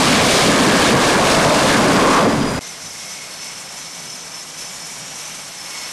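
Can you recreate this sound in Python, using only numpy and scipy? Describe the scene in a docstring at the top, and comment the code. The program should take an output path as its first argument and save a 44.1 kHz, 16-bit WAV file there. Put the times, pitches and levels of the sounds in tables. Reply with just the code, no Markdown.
"""A jet at full power roars and crackles on a carrier deck, overloads the microphone, then moves off.
Swirling exhaust makes the rumble and roar; shock waves in it make the crackle.
Then the scene switches abruptly to parked jets idling nearby: spinning compressor blades whine
over the hiss of air being sucked in and a low exhaust drone."""
import sys
import numpy as np
from scipy import signal
from scipy.fft import rfft, irfft
from scipy.io import wavfile
from scipy.ndimage import uniform_filter1d

SR = 44100
rng = np.random.default_rng(int(sys.argv[2]) if len(sys.argv) > 2 else 0)


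def inscribe(sig):
    """Save sig as 16-bit PCM at rate SR to the path in sys.argv[1].

    A 1-D sig is mono; a 2-D sig holds one channel per row.
    Samples are clipped to [-1, 1] before scaling.
    """
    pcm = np.round(np.clip(np.atleast_2d(sig).T, -1, 1) * 32767)
    wavfile.write(sys.argv[1], SR, pcm.astype(np.int16))


N = 261072
TIME = np.arange(N) / SR
FREQ = np.arange(N // 2 + 1) * SR / N


def undb(db):
    """Turn decibels into a gain."""
    return 10 ** (np.asarray(db) / 20)


def unit(x):
    """Scale to an average power of 1."""
    return x / np.sqrt(np.mean(x ** 2))


def steady(x, span_s):
    """Even out loudness over span_s; faster flutter stays."""
    power = uniform_filter1d(x ** 2, int(span_s * SR))
    return unit(x / np.sqrt(power + 1e-9))


def curves(table):
    """Join a table's timed points with lines, one curve per column."""
    times, *columns = np.transpose(table)
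    return [np.interp(TIME, times, column) for column in columns]


def hump(peak_s, length_s):
    """A smooth rise to 1 and back, above half height for length_s."""
    return .5 ** ((2 * (TIME - peak_s) / length_s) ** 2)


def swells(table):
    """Add up humps into a level change in dB."""
    return sum(db * hump(s, length_s) for s, length_s, db in table)


def gone(lag_s=0):
    """How far the jet has moved off, from 0 towards 1."""
    leaves_s, fade_s = 2.18, .23
    return 1 - np.exp(-np.maximum(TIME - leaves_s - lag_s, 0) / fade_s)


def colour(x, outline):
    """Make each pitch louder or softer, following (pitch_hz, level_db) points."""
    hz, db = np.transpose(outline)
    return irfft(rfft(x) * undb(np.interp(np.log(FREQ + 1), np.log(hz), db)), N)


def wander(rate_hz):
    """A smooth random curve that changes about rate_hz times a second."""
    return unit(irfft(rfft(rng.standard_normal(N)) / (1 + (FREQ / rate_hz) ** 2), N))


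def turbulence(outline, flicker_db, rate_hz):
    """Swirling air: noise in which each octave flickers on its own."""
    spectrum, out = rfft(colour(rng.standard_normal(N), outline)), 0
    octave = np.clip(np.log2((FREQ + 1) / 50), 0, 8)
    for k in range(9):
        band = irfft(spectrum * np.maximum(1 - np.abs(octave - k), 0), N)
        out = out + band * undb(flicker_db * wander(rate_hz))
    return unit(out)


def tone(hz, width_hz, clean=0.):
    """A tone blurred by hot air; clean is the share that stays pure."""
    scattered = (wander(width_hz / 2) + 1j * wander(width_hz / 2)) / np.sqrt(2)
    strength = np.sqrt(clean) + np.sqrt(1 - clean) * scattered
    phase = 2 * np.pi * np.cumsum(hz * np.ones(N)) / SR
    return unit(np.real(strength * np.exp(1j * phase)))


def whine(hz, width_hz, clean=0.):
    """A wavering blade tone with a breathy edge, scattered by swirling air."""
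    wavering_hz = hz + 10 * wander(12.4)
    core = steady(tone(wavering_hz, width_hz, clean), span_s=.06)
    breath = tone(wavering_hz, width_hz=300) * undb(-4.5)
    return unit(core + breath) * undb(1.2 * wander(14))


def deck_echo(x):
    """The deck reflects the sound, hollowing it; the delay grows as the jet moves."""
    lag_s = (1.738 + .089 * TIME) / 1000
    return unit(x + undb(-17.5) * np.interp(TIME - lag_s, TIME, x))


def idle_exhaust(rush_db):
    """Idling exhaust rushes and wafts over a low drone and one soft thump."""
    # tone colour of the rush and the wafts: pitch_hz, level_db
    rush_colour = [(25, -34), (60, -14), (110, -11.5), (250, 0), (370, -4), (480, -2), (600, 0.5),
                   (900, 0.5), (1400, -1.5), (2000, -3), (2800, -2), (4000, -3.5), (8000, -13)]
    waft_colour = [(350, -25), (700, -7), (900, -1), (1400, -7.5), (3000, -4.5), (5000, -16)]
    # wafts of exhaust: peak_s, length_s, level_db
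    wafts = [(2.884, .1, -52), (3.08, .14, -51), (3.498, .4, -45.5), (5, .42, -45), (5.29, .17, -43),
             (5.829, 0.48, -38.5)]
    # swells and dips of the drone: peak_s, length_s, change_db
    drone_swells = [(2.87, .06, 3), (4.05, .1, 4), (4.75, .15, 5.5), (5.02, .08, 7), (5.33, .1, 3.5),
                    (5.85, .3, -3)]
    rush = turbulence(rush_colour, flicker_db=1, rate_hz=26) * undb(rush_db)
    waft_gain = sum(undb(db) * hump(s, length_s) for s, length_s, db in wafts)
    waft = turbulence(waft_colour, flicker_db=2.5, rate_hz=29) * waft_gain
    drone_db = -53 + swells(drone_swells) + .63 * wander(12)
    drone = steady(tone(164, width_hz=60), span_s=.17) * undb(drone_db)
    thump = tone(90, width_hz=50) * undb(-50) * hump(2.87, length_s=.076)
    return rush + waft + drone + thump


def intake_hiss(hiss_db):
    """Air sucked into the engines hisses, with faint blade tones in it."""
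    # tone colour of the hiss: pitch_hz, level_db
    hiss_colour = [(2000, -10), (4000, -4.5), (4800, -1.5), (5300, 4), (5900, 2.5), (6300, 2), (7600, 1),
                   (8700, -2), (10000, -2), (11200, 3.5), (12300, -9), (13000, -48)]
    # blade tones: pitch_hz, width_hz, above_hiss_db
    blade_tones = [(1970, 30, -19.5), (2295, 35, -22), (4380, 54, -20), (5720, 82, -14), (7560, 110, -16.5),
                   (8250, 110, -15), (11400, 300, -11.5)]
    hiss = steady(turbulence(hiss_colour, flicker_db=2, rate_hz=17), span_s=.21)
    blades = sum(tone(hz, width_hz) * undb(db) for hz, width_hz, db in blade_tones)
    return (hiss + blades) * undb(hiss_db + .5 * wander(45))


def idle_whines(hiss_db):
    """Spinning blades sing two compressor tones, a fan tone and some brief whines."""
    # lower compressor tone: time_s, pitch_hz
    lower_pitch = [(2.61, 5315), (3.1, 5330), (3.6, 5318), (4.6, 5308), (5.9, 5305)]
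    # wind swells and fades it: peak_s, length_s, change_db
    lower_swells = [(2.86, .08, 4), (3.07, .15, 4), (3.5, .16, 4), (3.85, 0.18, 4), (4.11, 0.086, 8),
                    (4.37, 0.082, 8), (4.51, .08, -10), (4.63, .08, 10), (4.83, 0.072, 7), (5.05, .2, -2),
                    (5.48, .1, -3), (5.62, 0.068, 7), (5.8, .24, 6)]
    # upper compressor tone: time_s, above_hiss_db
    upper_level = [(2.61, -9), (2.69, 1.5), (2.77, -14), (2.87, 0), (2.95, -11), (3.14, -4), (3.28, -11),
                   (3.53, -5), (3.72, -9), (3.82, -5.5), (4.36, -3), (4.5, -15), (4.58, -4), (4.8, -11),
                   (5.3, -6), (5.45, -8), (5.9, -8)]
    # a fan creeping up in speed and back: time_s, pitch_hz, level_db
    fan_tone = [(2.61, 2125, -45), (2.72, 2125, -49), (2.82, 2145, -55), (3.0, 2150, -46),
                (3.25, 2170, -46), (3.36, 2170, -54), (3.47, 2194, -41), (3.57, 2180, -54),
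                (3.9, 2240, -48), (4.2, 2280, -54), (4.6, 2290, -52), (4.93, 2278, -49.5),
                (5.12, 2253, -51), (5.28, 2245, -47), (5.55, 2200, -55), (5.76, 2206, -43),
                (5.9, 2180, -46)]
    # breathy whines: peak_s, length_s, pitch_hz, glide_hz_per_s, width_hz, level_db
    brief_whines = [(3, .6, 4900, 1, 90, -54), (3.197, 0.54, 2500, 0.5, 110, -52),
                    (3.35, 0.3, 4330, 0.5, 200, -48), (4.95, 0.65, 6830, -450, 220, -46),
                    (5.05, 0.53, 5710, -450, 220, -45), (5.8, .2, 4320, 1, 130, -47),
                    (5.808, .2, 5350, 1.5, 200, -44), (5.795, .25, 6480, 1, 200, -47)]
    lower_hz, = curves(lower_pitch)
    upper_db, = curves(upper_level)
    fan_hz, fan_db = curves(fan_tone)
    lower = whine(lower_hz, width_hz=56, clean=.1) * undb(-46.3 + swells(lower_swells))
    upper = whine(6040, width_hz=56, clean=.1) * undb(hiss_db + upper_db)
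    fan = whine(fan_hz, width_hz=66) * undb(fan_db)
    brief = sum(tone(hz + glide * (TIME - s), width_hz) * undb(db) * hump(s, length_s)
                for s, length_s, hz, glide, width_hz, db in brief_whines)
    return lower + upper + fan + brief


def turbine_whistle():
    """The departing jet's turbine fades in, whistling at multiples of its shaft tone."""
    # whistles: shaft_multiple, width_hz, level_db
    whistles = [(5, 110, -40.5), (6, 150, -48), (7, 190, -48)]
    shaft_hz, start_s, fade_s = 983, 1.6, .4
    fade_in = np.clip((TIME - start_s) / fade_s, 0, 1)
    return fade_in * sum(tone(k * shaft_hz, width_hz) * undb(db) for k, width_hz, db in whistles)


def jet_rumble():
    """Big swirls of exhaust rumble and fade late; the lowest bass lasts longest."""
    # tone colour of three low layers: pitch_hz, level_db
    bass_colour = [(25, -9), (60, 1.5), (90, -3), (150, -25)]
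    deep_colour = [(25, -34), (60, -15), (100, -3.5), (135, 1.5), (165, 2.5), (250, -31)]
    rumble_colour = [(25, -36), (60, -27), (95, -13), (140, -6), (195, 4.5), (235, 2.5), (275, 6),
                     (315, -1), (450, -10), (900, -56)]
    # surges of the rumble and of the biggest swirls: peak_s, length_s, change_db
    surges = [(.1, 0.17, 5.5), (.41, 0.04, -9), (.49, 0.07, 5.5), (.68, .25, 5), (.93, 0.074, 5),
              (1.47, .08, -1), (1.92, 0.4, 5), (2.27, 0.065, 5.5), (2.41, .09, 2)]
    deep_surges = [(.22, 0.068, 6.5), (.46, .08, 7), (.66, .08, 8), (.96, 0.093, 10.5), (1.19, 0.093, 4),
                   (1.41, .14, 9.5), (1.67, 0.064, 6), (1.95, 0.18, 4.5)]
    rumble = steady(turbulence(rumble_colour, flicker_db=1.5, rate_hz=7.5), span_s=.09)
    rumble *= undb(-22 + swells(surges) - 15 * gone(lag_s=.23))
    deep = steady(turbulence(deep_colour, flicker_db=3.5, rate_hz=14), span_s=.16)
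    deep *= undb(-30.5 + swells(deep_surges))
    bass = turbulence(bass_colour, flicker_db=4, rate_hz=8) * undb(-40.5 + 1.5 * TIME)
    return bass + deep + rumble


def shocks(per_second, spread_db):
    """Shock waves of uneven size: the pressure jumps at once and relaxes slowly."""
    # tone colour of the crackle: pitch_hz, level_db
    crackle_colour = [(500, -42), (1400, -40), (2300, -4), (3500, 0.5), (5000, -1), (7000, -4.5),
                      (10000, -8.5), (15000, -8.5)]
    sizes = undb(spread_db * np.minimum(rng.exponential(size=N), 5))
    spikes = (rng.random(N) < per_second / SR) * sizes
    # delaying every pitch by a quarter cycle turns a spike into a steep jump
    jumps = irfft(-1j * rfft(spikes - spikes.mean()), N)
    return unit(colour(jumps, crackle_colour))


def jet_crackle():
    """Shocks crackle over a tearing noise; the exhaust puffs both together."""
    # tone colour of the tearing: pitch_hz, level_db
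    tear_colour = [(900, -13), (1500, 1.5), (2300, 6.5), (3200, -1), (5000, -13.5)]
    # bursts and lulls: peak_s, length_s, change_db
    bursts = [(.03, .087, 0.5), (.31, 0.17, 2.5), (.72, 0.12, 0), (.87, 0.09, 3), (.97, 0.091, -3.5),
              (1.07, 0.1, 2), (1.18, .07, -1.5), (1.31, 0.068, 4), (1.68, 0.68, 3.3), (2.16, 0.11, 5)]
    shared_db = swells(bursts) + .85 * wander(4.3) - 4 * TIME
    crackle = shocks(per_second=7500, spread_db=3.5) * undb(-17.5 - 8.5 * gone())
    tearing = deck_echo(turbulence(tear_colour, flicker_db=4.5, rate_hz=110))
    tearing *= undb(-22 - 4.5 * gone())
    return (crackle + tearing) * undb(shared_db)


def jet_roar():
    """Fast exhaust roars as it mixes with the air; narrow bands swell into howls."""
    # tone colour of the roar: pitch_hz, level_db
    roar_colour = [(200, -15.5), (360, 0), (470, 1), (640, 1.5), (800, -1), (1080, -1), (1400, -4.5),
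                   (1750, -7), (2400, -14.5), (5000, -49)]
    # howls: peak_s, length_s, pitch_hz, width_hz, level_db
    howls = [(0.396, 0.23, 450, 200, -23), (0.762, .35, 1674, 390, -24), (1.15, 0.49, 1083, 300, -29),
             (1.11, 0.19, 1708, 300, -27), (1.417, 0.34, 639, 190, -19.5), (1.73, .08, 1693, 300, -23),
             (2.046, 0.08, 439, 150, -20), (2.04, 0.11, 1062, 200, -20), (2.17, .15, 1162, 340, -16.5),
             (2.25, .1, 568.6, 200, -18), (2.447, 0.11, 430, 250, -27)]
    roar = deck_echo(turbulence(roar_colour, flicker_db=1.3, rate_hz=27))
    roar_db = -17 + .63 * TIME - 14.5 * gone()
    howl = sum(steady(tone(hz, width_hz), span_s=.072) * undb(db) * hump(s, length_s)
               for s, length_s, hz, width_hz, db in howls)
    return steady(roar, span_s=.071) * undb(roar_db) + howl


def scene():
    """The full-power jet, a brief dip, then the idling jets; the same in both ears."""
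    # gusts that carry the hiss over: peak_s, length_s, change_db
    gusts = [(2.65, .11, 0.5), (2.87, .047, 2.5), (3.02, .1, 2.5), (3.13, 0.052, 3.5), (3.45, .062, 2.5),
             (3.79, .05, 1.5), (4.11, .09, 1.5), (4.29, .09, -2), (4.63, .1, 3.5), (4.9, 0.27, 1.3),
             (5.26, .2, 3), (5.85, .33, 3)]
    switch_s, dip_end_s = 2.592, 2.609
    gust_db = swells(gusts)
    drift_s = np.maximum(TIME - 3.2, 0)
    rush_db = -39 - .1 * drift_s + .17 * gust_db
    hiss_db = -39 + .05 * drift_s + gust_db
    idle = idle_exhaust(rush_db) + intake_hiss(hiss_db) + idle_whines(hiss_db)
    idle *= np.where(TIME < dip_end_s, undb(-11), 1)
    jet = turbine_whistle() + jet_rumble() + jet_crackle() + jet_roar()
    mix = np.where(TIME < switch_s, jet, idle)
    return np.array([mix, mix])


def record(dry):
    """The roar overloads the microphone, squashing its peaks; the highest treble falls away in steps."""
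    drive_db, ceiling, top_hz = 3, .43, 15100
    squashed = ceiling * np.tanh(dry * undb(drive_db) / ceiling)
    # treble loss: pitch_hz, level_db
    treble = [(10000, 0), (10600, -9.5), (12300, -7.5), (12800, -24), (15000, -26)]
    dulled = np.array([colour(channel, treble) for channel in squashed])
    return signal.sosfilt(signal.ellip(12, .2, 80, top_hz, fs=SR, output="sos"), dulled)


dry = scene()
out = record(dry)
inscribe(out)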